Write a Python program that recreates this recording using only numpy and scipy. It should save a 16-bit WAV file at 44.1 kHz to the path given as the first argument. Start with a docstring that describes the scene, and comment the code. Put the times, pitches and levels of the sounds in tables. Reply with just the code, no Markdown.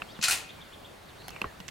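"""Swan snort on a quiet pond

A swan gives one short, hissing snort: quick spurts of air through its resonant airway.
Further off a small bird whistles arched chirps and slurs; both echo from the banks.
Close by, a handled camera clicks, knocks and rubs, all over a soft outdoor wash."""
import sys
import numpy as np
from scipy import signal
from scipy.fft import rfft, irfft
from scipy.io import wavfile
from scipy.ndimage import uniform_filter1d

SR = 44100
rng = np.random.default_rng(int(sys.argv[2]) if len(sys.argv) > 2 else 0)


def master(y):
    """Save y as 16-bit WAV."""
    cut = np.clip(np.atleast_2d(y).T, -1, 1)
    pcm = np.round(cut * 32767)  # scale
    wavfile.write(sys.argv[1], SR, pcm.astype(np.int16))


N = 74970
TIME_S = np.arange(N) / SR
FREQ_HZ = np.fft.rfftfreq(N, 1 / SR)


def amp(db):
    """Decibels to gain."""
    return 10 ** (np.asarray(db) / 20)


def unit(x):
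    """Scale to rms 1."""
    return x / np.sqrt(np.mean(x ** 2) + 1e-20)


def curve(points, hz=FREQ_HZ):
    """Table interpolated over log frequency."""
    f, value = np.transpose(points)
    return np.interp(np.log(hz + 1), np.log(f + 1), value)


def fader(points):
    """Gain over time from a dB curve."""
    return amp(np.interp(TIME_S, *np.transpose(points)))


def pan(db):
    """Stereo gains for a left-minus-right level."""
    return amp(np.array([[.5], [-.5]]) * db)


def noise(gain, correlation):
    """Stereo noise, rms 1, of given spectral shape and L/R correlation."""
    mid, side = rfft(rng.standard_normal((2, N)))
    alike = np.clip(curve(correlation), -1, 1)
    mid, side = mid * np.sqrt(1 + alike), side * np.sqrt(1 - alike)
    return unit(irfft(np.array([mid + side, mid - side]) * gain, N))


def burst(start, rise, t60):
    """Envelope: linear rise, exponential fall."""
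    t = TIME_S - start
    return np.clip(t / rise, 0, 1) * np.exp(-np.log(1000) * np.maximum(t - rise, 0) / t60)


def ring(start, hz, t60, rise_s=0.00098):
    """One decaying mode."""
    return burst(start, rise_s, t60) * np.sin(2 * np.pi * hz * (TIME_S - start))


# wash spectrum: f/Hz, relative level/dB
WASH_SPECTRUM = [(15, -17), (25, -6.5), (70, -2.5), (405, -5.5), (560, -4.5), (936, -8), (1790, -11.5),
                 (2350, -13.5), (2760, -15), (3430, -17.5), (4400, -17.5), (4950, -22), (11300, -28.5),
                 (16000, -32.5)]
# wash envelope: t/s, level/dB
WASH_ENVELOPE = [(0, -47), (.17, -48.5), (.6, -49), (1.0, -50), (1.25, -49), (1.35, -47.5), (1.55, -49.5),
                 (1.7, -49.5)]
# outdoor stereo field: f/Hz, L/R correlation
OUTDOOR_CORRELATION = [(30, 0.95), (120, 0.91), (300, 0.14), (700, 0.12), (2000, 0.4), (5000, 0.63),
                       (9000, 0.96), (12000, 1)]

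def wash(patch_db=1.5):
    """Soft noise of air, reeds and water, drifting in patches of time and frequency."""
    air = noise(amp(curve(WASH_SPECTRUM)), OUTDOOR_CORRELATION)
    cells = signal.stft(air, nperseg=512)[2]
    patches = uniform_filter1d(rng.standard_normal(cells.shape[1:]), size=5, axis=0)
    patches = unit(uniform_filter1d(patches, size=10, axis=1))
    air = signal.istft(cells * amp(patch_db * patches), nperseg=512)[1][:, :N]
    return unit(air) * fader(WASH_ENVELOPE)


# clicks: t/s, thud/dB, body/dB, edge/dB, snap/dB, top/dB, low ring/dB, high ring/dB, t60/s, L-R/dB
CAMERA_CLICKS = [(0.0194, -45, -34.5, -39, -55, -61, -32.5, -29, 0.031, -2.5),
                 (0.1912, -38, -43.5, -53, -53, -68, -71, -51, 0.019, 3),
                 (1.2193, -56, -62, -45, -66, -70, -68, -51.5, 0.011, -5),
                 (1.2818, -47, -35, -37, -40, -40, -56, -57, 0.014, -1.5),
                 (1.291, -69, -63, -40, -48, -59, -60, -63, 0.011, -5),
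                 (1.3046, -46.5, -46, -50, -46, -51, -62, -64, 0.016, -6),
                 (1.3626, -71, -43.5, -44, -70, -73, -36, -39, 0.029, -0.5),
                 (1.4162, -48, -28.5, -30, -40.5, -45.5, -27.5, -23.5, 0.015, -3),
                 (1.4427, -41, -31, -44, -72, -64, -31, -42, 0.01, -2),
                 (1.6022, -43, -43.5, -41.5, -48.5, -57, -45, -47, 0.024, -6.5),
                 (1.681, -56, -41.5, -41, -35.5, -57, -47, -45, 0.02, -5.5),
                 (1.6874, -45.5, -65, -40, -50, -55, -53, -58, 0.019, -2)]
# noise bands, thud to top: centre/Hz, half width/ln(f ratio)
CLICK_NOISE_BANDS = [(150, 0.44), (1000, 0.5), (2500, 0.41), (5500, 0.31), (11500, 0.23)]
# shell modes: f/Hz, relative level/dB, t60/s
SHELL_MODES = [(491, -16, 0.094), (740, -12, 0.01), (1140, 1, 0.012), (1400, -15, 0.01),
               (2583, -9.5, 0.015), (2684, 2, 0.015)]
# handling stereo field: f/Hz, L/R correlation
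CAMERA_CORRELATION = [(150, 0.23), (1000, 0.086), (3000, 0.87), (7000, 0.26), (12000, 1)]

def camera_clicks(rise_s=0.00028, tail_db=-20, split_hz=2000):
    """Each click of the camera: a brief rattle, a ring of the shell and a low thud."""
    out = np.zeros((2, N))
    thud_band, *bands = [noise(1 / (1 + (np.log((FREQ_HZ + 1) / hz) / width) ** 4), CAMERA_CORRELATION)
                         for hz, width in CLICK_NOISE_BANDS]
    for start, thud_db, *rattle_db, low_db, high_db, t60, side_db in CAMERA_CLICKS:
        envelope = burst(start, rise_s, t60) + amp(tail_db) * burst(start, rise_s, t60=0.065)
        rattle = envelope * sum(amp(db) * band for db, band in zip(rattle_db, bands))
        shell = sum(amp(db + (low_db if hz < split_hz else high_db)) * ring(start, hz, mode_t60)
                    for hz, db, mode_t60 in SHELL_MODES)
        thud = amp(thud_db) * burst(start, rise_s, t60=0.054) * thud_band
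        out += pan(side_db) * (rattle + shell + thud)
    return out


def whistle(hz, progress, roughness, width_hz=510):
    """Note that swells and fades over progress 0-1; roughness trades tone for narrowband noise."""
    lowpass = signal.butter(2, width_hz / 2, fs=SR, output="sos")
    smear = signal.sosfilt(lowpass, rng.standard_normal((2, N)))
    phase = 2 * np.pi * np.cumsum(hz) / SR
    fuzz = unit(smear[0] * np.sin(phase) + smear[1] * np.cos(phase))
    swell = np.sqrt(np.maximum(np.sin(np.pi * np.clip(progress, 0, 1)), 0))
    return swell * (np.sqrt(1 - roughness) * np.sin(phase) + np.sqrt(roughness / 2) * fuzz)


# arched chirps: apex t/s, apex f/Hz, level/dB
BIRD_CHIRPS = [(.504, 3724, -45), (.621, 3730, -47), (0.74, 3690, -47), (.858, 3685, -46.5)]
# slurs: t/s, length/s, start f/Hz, end f/Hz, level/dB, roughness/0-1
BIRD_SLURS = [(0.082, 0.039, 3070, 3880, -49.5, 0.2), (0.096, 0.04, 4220, 5250, -54.5, 0.9),
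              (0.146, 0.03, 4090, 2860, -49.5, 0.8), (0.572, 0.033, 2500, 2270, -55, 0.4),
              (1.082, 0.033, 4290, 2846, -50, 1), (1.297, .11, 3033, 1934, -51.5, 0.93),
              (1.398, 0.13, 2100, 1640, -52.5, 0.2)]
# long whistle, climbing then holding: t/s, f/Hz
LONG_PITCH = [(1.158, 2890), (1.196, 4040), (1.246, 4430), (1.305, 4280)]

def bird(up_s=0.018, down_s=0.0125, arch_hz=794, long_db=-54.5, echo_db=-7.5):
    """A small bird whistles a run of chirps among softer slurs and one long note, with echo."""
    song = np.zeros(N)
    for apex, hz, db in BIRD_CHIRPS:
        t = TIME_S - apex
        drop = np.clip(np.maximum(-t / up_s, t / down_s), 0, 1)
        song += amp(db) * whistle(hz - arch_hz * drop, (t + up_s) / (up_s + down_s), roughness=0.15)
    for start, length, start_hz, end_hz, db, roughness in BIRD_SLURS:
        progress = np.clip((TIME_S - start) / length, 0, 1)
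        song += amp(db) * whistle(start_hz * (end_hz / start_hz) ** progress, progress, roughness)
    times, pitch_hz = np.transpose(LONG_PITCH)
    progress = (TIME_S - times[0]) / (times[-1] - times[0])
    song += amp(long_db) * whistle(np.interp(TIME_S, times, pitch_hz), progress, roughness=0.95)
    song = np.array([song, song])
    return song + amp(echo_db) * bank_echo(song)


# echo decay: f/Hz, t60/s
BANK_DECAY = [(200, 1), (1500, 0.54), (3000, 0.57), (7000, 0.36), (14000, 0.062)]

def bank_echo(dry):
    """Diffuse echo from reeds and trees, treble dying first."""
    hz, t, cells = signal.stft(noise(1, OUTDOOR_CORRELATION), SR, nperseg=256)
    decay = np.exp(-np.log(1000) * t / curve(BANK_DECAY, hz)[:, None])
    tail = signal.istft(cells * decay, SR, nperseg=256)[1]
    return signal.fftconvolve(dry, tail / np.linalg.norm(tail[0]), axes=1)[:, :N]


# knocks: t/s, f/Hz, level/dB, t60/s
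HAND_KNOCKS = [(.191, 214, -41, 0.12), (1.2825, 750, -37, 0.027), (1.2915, 4300, -41.5, .02),
               (1.418, 188, -37.5, 0.1), (1.4433, 1043, -29.5, 0.023), (1.445, 106, -42.5, 0.068),
               (1.4473, 417, -34, 0.023), (1.461, 64, -36.5, 0.087), (1.601, 183.5, -38, 0.085)]

def hand_knocks():
    """The hand bumps the camera; each knock rings at one pitch."""
    return sum(amp(db) * ring(start, hz, t60) for start, hz, db, t60 in HAND_KNOCKS)


def resonance(centre_hz, width_hz):
    """Resonance shape, 1 at its centre."""
    return 1 / (1 + (2 * (FREQ_HZ - centre_hz) / width_hz) ** 2)


# air spurts: t/s, level/dB, rise/s, t60/s, bass/dB, throat/dB, nasal/dB, sibilance/dB, treble/dB,
# airway lift factor, pop/dB
SNORT_SPURTS = [(.212, -36, 0.00091, 0.25, -8, -6, 8, 11, -9, 1.5, -16),
                (0.2251, -25.5, 0.0015, 0.17, -7.5, -3, 18.5, 4, -2.5, 1.04, -16),
                (0.2374, -22.5, 0.0027, 0.26, -4, -2, -3.5, 3.5, -4, 1.3, 1),
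                (0.2825, -22.5, 0.0011, 0.18, 0.5, 11, 15.5, 3.5, 4.5, 0.6, -6),
                (0.3081, -23.5, 0.0017, 0.18, -7, -11, -6, -2.5, -1.5, 1.42, -5),
                (0.32, -26.5, 0.0028, 0.25, -0.5, 2, -13, 0, 0, 0.94, -0.5)]
# hiss spectrum: f/Hz, relative level/dB
HISS_SPECTRUM = [(100, -12.5), (560, -13.5), (730, -2.5), (1050, -4.5), (2000, -1.5), (3000, -2),
                 (3700, -4), (6000, -4), (8700, -2.5), (10800, -7), (12500, -12), (15500, -20.5)]
# airway resonances: f/Hz, width/Hz, nominal lift/dB
AIRWAY_MODES = [(1870, 34, 6.5), (2485, 41, 14.5), (2665, 44, 9.5), (2920, 23, 6.5), (3047, 32, 4.5),
                (4260, 460, 2)]
# snort stereo field: f/Hz, L/R correlation
SNORT_CORRELATION = [(300, 0.3), (1400, 0.94), (2800, 0.7), (4500, 0.9), (8000, .86), (10000, 0.77),
                     (12000, 1.05)]
# snort balance: f/Hz, L-R/dB
SNORT_BALANCE = [(300, -2), (1300, 3.5), (2400, 3.5), (4400, 1), (14000, 0)]

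def swan_snort(rasp_hz=1300, rasp_linger=1.5, grain_db=0.93, grain_s=0.00246, echo_db=-14):
    """Abrupt spurts of turbulent air through a resonant airway that opens differently for each."""
    airway_db = sum(db * resonance(hz, width) for hz, width, db in AIRWAY_MODES)
    throat = resonance(centre_hz=760, width_hz=85)
    nasal = resonance(centre_hz=1454, width_hz=203)
    bass = 1 / (1 + (FREQ_HZ / 1830) ** 4)
    sibilance = 1 / (1 + ((FREQ_HZ - 5650) / 2200) ** 6)
    treble = 1 - 1 / (1 + (FREQ_HZ / 7460) ** 10)
    out = np.zeros((2, N))
    for start, db, rise, t60, *voicing in SNORT_SPURTS:
        bass_db, throat_db, nasal_db, sibilance_db, treble_db, lift, pop_db = voicing
        hiss_db = curve(HISS_SPECTRUM) + bass_db * bass + sibilance_db * sibilance + treble_db * treble
        gain = amp(hiss_db + lift * airway_db + throat_db * throat + nasal_db * nasal)
        air = noise(gain * pan(curve(SNORT_BALANCE)), SNORT_CORRELATION)
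        low_air = irfft(rfft(air) / (1 + (FREQ_HZ / rasp_hz) ** 2), N)
        hiss = burst(start, rise, t60) * (air - low_air)
        rasp = burst(start, rise, t60 * rasp_linger) * low_air
        pop = burst(start, rise, t60=0.04) * noise(gain * np.sqrt(FREQ_HZ), SNORT_CORRELATION)
        out += amp(db) * (hiss + rasp + amp(pop_db) * pop)
    grain = unit(uniform_filter1d(rng.standard_normal(N), int(grain_s * SR)))
    out *= amp(grain_db * grain)
    return out + amp(echo_db) * bank_echo(out)


# rub envelope: t/s, level/dB
RUB_ENVELOPE = [(1.40, -90), (1.42, -33), (1.435, -52), (1.45, -40), (1.464, -44.5), (1.49, -61),
                (1.52, -90)]
# rub spectrum: f/Hz, relative level/dB
RUB_SPECTRUM = [(40, -10), (150, 0), (550, 4.5), (1200, -3), (3000, -16), (5000, -36), (15000, -50)]

def hand_rub():
    """Dull friction on the camera shell as the grip shifts."""
    return fader(RUB_ENVELOPE) * noise(amp(curve(RUB_SPECTRUM)), CAMERA_CORRELATION)


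def scene():
    """The pond as heard from the bank."""
    return wash() + camera_clicks() + bird() + hand_knocks() + swan_snort() + hand_rub()


def record(dry):
    """Band limit at 16 kHz."""
    lowpass = signal.firwin(511, 16000, window=("kaiser", 9), fs=SR)
    return signal.oaconvolve(dry, lowpass[None], "same")


dry = scene()
out = record(dry)
master(out)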